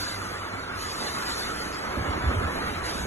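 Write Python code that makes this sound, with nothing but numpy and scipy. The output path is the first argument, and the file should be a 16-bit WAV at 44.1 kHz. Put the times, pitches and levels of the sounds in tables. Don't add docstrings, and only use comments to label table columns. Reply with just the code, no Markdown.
import sys
import numpy as np
from scipy import signal
from scipy.io import wavfile
from scipy.ndimage import uniform_filter1d

SR = 44100
rng = np.random.default_rng(int(sys.argv[2]) if len(sys.argv) > 2 else 0)


def voltage_ratio(level):
    return 10 ** (np.asarray(level, float) / 20)


def dump_mix(stems):
    frames = np.atleast_2d(stems).T
    limited = np.clip(frames, -1, 1)
    pcm = np.round(limited * 32767).astype(np.int16)
    wavfile.write(sys.argv[1], SR, pcm)


N = 134946


def evened(x):
    return x / np.sqrt(np.mean(x ** 2) + 1e-20)


def read(points, hz):
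    f, value = np.transpose(points)
    return np.interp(np.log(hz + 1), np.log(f + 1), value)


def curve(table, t):
    rows = np.transpose(table)
    return [np.interp(t, rows[0], column) for column in rows[1:]]


def drift(t, lo_hz, hi_hz):
    rates_hz = np.geomspace(lo_hz, hi_hz, num=24)
    return evened(sum(np.sin(2 * np.pi * (f * t + rng.random())) / np.sqrt(f) for f in rates_hz))


def slow_drift(t, lo_hz, hi_hz):
    return drift(t[::64], lo_hz, hi_hz).repeat(64)[:N]


def grid():
    return np.fft.rfftfreq(512, 1 / SR)[:, None], np.arange(N // 128 + 5) * 128 / SR


# [pitch_hz, level_db]
SIDES = [(40, 9.5), (130, 1), (330, -10), (700, -1), (1300, -0.5), (12000, -0.5)]


def noise(gain, same, turn, patchy_db, flicker_db):
    hz, t = grid()
    a, b, c, d, patches = rng.standard_normal((len(t), 257, 5)).T
    patches = uniform_filter1d(patches, size=5, axis=0)
    patches = evened(uniform_filter1d(patches, size=20, axis=1))
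    same = np.clip(same, 0, 1)
    left = a + 1j * b
    right = np.exp(1j * turn) * (same * left + np.sqrt(1 - same ** 2) * (c + 1j * d))
    lean_db = read(SIDES, hz) / 2
    z = np.array([left, right]) * voltage_ratio(np.array([lean_db, -lean_db]))
    z *= gain * voltage_ratio(patchy_db * patches + flicker_db * drift(t, 3.8, 40))
    return signal.istft(z, nperseg=512, noverlap=384)[1][:, :N] / np.sqrt(1536)


# [start_s, level_db]
RUMBLE = [(0, -48), (.9, -48.5), (1.1, -47.5), (1.9, -45.5), (2.0, -48), (2.2, -35), (2.5, -41),
          (2.62, -49), (2.72, -42.5), (2.83, -32.5), (2.92, -47), (3.06, -32)]


def rumble():
    center_hz, width_hz, apart = 67, 52, .24
    t = np.arange(N) / SR
    r = np.exp(-np.pi * width_hz / SR)
    a = rng.standard_normal((3, N))
    carrier = np.exp(2j * np.pi * center_hz * t)
    low = signal.lfilter([1], np.convolve([1, -r], [1, -r]), (a[0] + apart * a[1:]) / carrier)
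    return evened((low * carrier).real) * voltage_ratio(curve(RUMBLE, t)[0]) * voltage_ratio([[-.5], [.5]])


# [start_s, peak_db, pitch_hz, half_length_s]; start is the middle of the gust
GUSTS = [(1.976, -23, 270, 0.0032), (1.976, -35.5, 567, 0.012), (1.984, -26, 72.6, 0.017),
         (2.013, -23.5, 95, 0.01), (2.095, -23.5, 81, 0.01), (2.108, -28, 82, 0.0078),
         (2.281, -16.5, 72, 0.019), (2.315, -23.5, 304, 0.0043), (2.18, -29.5, 326, 0.005),
         (2.25, -26, 109, 0.01), (2.344, -28, 65.4, .012), (2.378, -23, 90, 0.014),
         (2.391, -24, 85, 0.0052), (2.455, -24, 79, 0.023), (2.411, -31, 69, 0.015),
         (2.597, -34, 70, 0.015), (2.656, -32, 60, 0.018)]


def gusts():
    t, out = np.arange(N) / SR, np.zeros((2, N))
    for middle_s, peak_db, hz, half_s in GUSTS:
        u = (t - middle_s) / half_s
        level_db = peak_db + read(SIDES, max(hz, 170)) * np.array([[.5], [-.5]])
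        turns = hz * (t - middle_s) * (1 - 0.049 * np.clip(u, -3, 3))
        out += voltage_ratio(level_db) * np.exp(-u ** 2) * np.cos(2 * np.pi * turns)
    return out


def firing():
    firing_hz, wander = 96.5, .015
    t = np.arange(N) / SR
    return np.cumsum(firing_hz * (1 + wander * slow_drift(t, 0.49, 10.0))) / SR


# [start_s, roar_level_db, bass_tilt_db, firing_tone_db]
NEAR = [(0, -34, -4, -42), (.3, -33.5, -7, -45.5), (.6, -33.5, -7.5, -47.5), (.9, -33.5, -4, -48),
        (1.1, -32, -4.5, -56), (1.3, -30.5, -9, -56), (1.6, -33, -1.5, -56), (1.8, -32, -4.5, -61),
        (1.9, -30.5, -5, -61), (2.0, -31, 1, -73), (2.28, -29, -1.5, -50), (2.44, -29.5, 0, -57.5),
        (2.6, -30.5, -1, -50), (2.8, -30, -7, -45), (3.06, -33.5, 4.5, -56)]
# [multiple_of_firing, level_db]
ORDERS = [
    (1, 0),
    (2, -14),
    (3, -18),
    (4, -16),
]


def hum(turns):
    t = np.arange(N) / SR
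    tone = sum(voltage_ratio(db) * np.cos(2 * np.pi * (k * turns + rng.random())) for k, db in ORDERS)
    waver_db = 2.5 * slow_drift(t, 2.63, 9)
    return np.sqrt(2) * tone * voltage_ratio(curve(NEAR, t)[2] + waver_db) * voltage_ratio([[-1.2], [1.2]])


# [pitch_hz, density_db]
ROAR = [(40, -3), (120, -5), (180, 5.5), (330, 2), (700, -0.5), (1330, 1.5), (2200, -5), (3300, -12)]
# [pitch_hz, phase_rad]
ROAR_TURN = [(150, -0.03), (350, -0.55), (650, -1.55), (1000, -1.7), (1500, -1.15), (2050, -1.6),
             (2500, -2.5), (3300, -1.9)]
# [pitch_hz, likeness_0_to_1]
ROAR_SAME = [(60, .95), (250, .92), (500, .66), (800, .8), (1400, .76), (2000, .62), (2600, .75),
             (3500, .5)]


def roar(turns):
    top_hz, gate = 3600, .07
    pipe_hz, pipe_width_hz, pipe_db, pipe_wander, pipe_fade_db_per_s = 1330, 140, -2, .04, 2.5
    hz, t = grid()
    level_db, tilt_db, _ = curve(NEAR, t)
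    wide = voltage_ratio(read(ROAR, hz)) / (1 + (hz / top_hz) ** 6)
    gain = wide / np.sqrt(np.mean(wide ** 2)) * voltage_ratio(level_db + 9.5 + tilt_db / (1 + (hz / 450) ** 2))
    center_hz = pipe_hz * (1 + pipe_wander * drift(t, 0.64, 4.9))
    ring = 1 / (1 + (2 * (hz - center_hz) / pipe_width_hz) ** 2)
    gain = gain * (1 + voltage_ratio(pipe_db - pipe_fade_db_per_s * t) * ring)
    throb = 1 + gate * np.cos(2 * np.pi * turns)
    return throb * noise(gain, read(ROAR_SAME, hz), read(ROAR_TURN, hz), 0.92, 0.8)


# [start_s, jet_level_db]
AIM = [(0, -38.5), (.12, -41), (.2, -43.5), (.5, -49.5), (.74, -51), (.82, -39.5), (.88, -41), (1.1, -39.5),
       (1.25, -40), (1.3, -38.5), (1.42, -39), (1.6, -42), (1.92, -48.5), (2.45, -48), (2.67, -44.5),
       (2.82, -48.5), (2.86, -38.5), (3.06, -43)]
# [pitch_hz, density_db]
JET = [(500, -11), (2000, -6), (3200, -2.5), (4500, 3), (5400, -2), (7700, -4.5), (11650, -6),
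       (12050, -21.5)]
# [pitch_hz, width_hz, level_db]
WHISTLES = [
    (3600, 80, -7),
    (4040, 90, -5),
    (4600, 240, -6),
    (4920, 110, -10),
]
# [start_s, level_over_jet_db]
SING = [
    (0, 0),
    (.12, -3),
    (.2, -12),
    (.85, -10),
    (1.08, -3),
    (1.22, -8),
    (1.3, 2),
    (1.4, -1),
    (1.55, -12),
    (3.06, -12),
]


def jet():
    lag_s, zero_hz, same, whistle_share = .000238, 2600, .975, 2.6
    hz, t = grid()
    level_db, whistle_db = curve(AIM, t)[0], curve(SING, t)[0]
    wide = voltage_ratio(read(JET, hz))
    lines = sum(voltage_ratio(db + 2 * drift(t, 0.93, 54)) / (1 + (2 * (hz - f) / w) ** 2) for f, w, db in WHISTLES)
    whistling = 1 + whistle_share * voltage_ratio(whistle_db) * lines
    gain = wide / np.sqrt(np.mean(wide ** 2)) * whistling * voltage_ratio(level_db + 12)
    return noise(gain, same, -2 * np.pi * lag_s * (hz - zero_hz), 1.8, 0.47)


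def scene():
    turns = firing()
    return rumble() + gusts() + hum(turns) + roar(turns) + jet()


# [pitch_hz, level_db]
DROP_SUM = [(1500, -30), (2200, -11), (3300, -9), (4300, -5.5), (5400, -5), (7000, -8), (8200, -4.5),
            (11500, -9)]
# [pitch_hz, level_db]
DROP_DIFF = [(1200, -30), (2200, -14), (4700, -11), (6200, -3.5), (7300, -4), (9000, -8), (10600, -3),
             (11800, 0)]
# [from_hz, to_hz]
EMPTY = [
    [(4420, 5120), (8420, 9550)],
    [(6130, 7450), (10380, 12000)],
]
# [pitch_hz, spread_db]
STREAKS = [(600, .5), (1300, 2.2), (2300, 3.6), (4000, 4.2), (7500, 4), (11000, 2.5)]
# [pitch_hz, level_db]
FINENESS = [(200, 22), (1500, 15), (2000, 7), (4000, 4.5), (6500, 4), (9000, 4.5), (11500, 1.5)]


def starve(x):
    mood_spread_db, mask_db, rich_s = 1.7, -34, 1.745
    rise = np.cumsum(np.kaiser(1025, 4 * np.pi))
    rise = np.sqrt(rise[:-1] / rise[-1])
    window = np.r_[rise, rise[::-1]]
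    k, n = np.arange(1024) + .5, np.arange(2048) + 512.5
    basis = np.cos(np.pi / 1024 * np.outer(n, k)) * window[:, None] / np.sqrt(512)
    pair = np.pad([x[0] + x[1], x[0] - x[1]], ((0, 0), (1088, 3072 - (N + 64) % 1024)))
    pair = pair.reshape(2, -1, 1024) / 2
    z = np.concatenate([pair[:, :-1], pair[:, 1:]], axis=2) @ basis
    hz, t = k * SR / 2048, (np.arange(z.shape[1]) * 1024 - 64) / SR

    ridges = uniform_filter1d(rng.standard_normal(z.shape), size=3, axis=1)
    ridges = evened(uniform_filter1d(ridges, size=4, axis=2))
    spread_db = read(STREAKS, hz)
    z = z * voltage_ratio(spread_db * ridges - np.log(10) / 20 * spread_db ** 2)

    power = z ** 2
    near = uniform_filter1d(power, size=7, axis=2)
    total = power.sum(0)
    both = uniform_filter1d(total, size=41, axis=1) + voltage_ratio(2 * mask_db) * total.mean(1)[:, None]
    mood_db = mood_spread_db * evened(uniform_filter1d(rng.standard_normal(power.shape), size=30, axis=2))
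    drop_db = np.array([read(DROP_SUM, hz), read(DROP_DIFF, hz)])[:, None]
    limit = voltage_ratio(2 * (drop_db + mood_db))
    limit *= 1 + 30 * np.array([[sum((hz > a) & (hz < b) for a, b in spans)] for spans in EMPTY])

    rich = (abs(t[:, None] - rich_s) < .013) & (hz < 5400)
    step = np.sqrt(abs(both) + 1e-20) * voltage_ratio(mood_db - read(FINENESS, hz) - 12 * rich)
    kept = (near > limit * both) | rich
    coarse = np.sign(z) * np.floor(abs(z) / step + .4) * step * kept
    coarse[0] *= voltage_ratio(11 * (rich & (hz > 4300)))
    back = coarse @ basis.T
    s, d = (back[:, 1:, :1024] + back[:, :-1, 1024:]).reshape(2, -1)[:, 64:N + 64]
    return np.array([s + d, s - d])


def band_limit(x):
    return signal.sosfilt(signal.butter(12, 12920, fs=SR, output="sos"), x)


def record(dry):
    edge = signal.firwin(511, 12060, window=("kaiser", 9), fs=SR)
    cut = signal.oaconvolve(dry, edge[None], "same")
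    return band_limit(starve(cut))


dry = scene()
out = record(dry)
dump_mix(out)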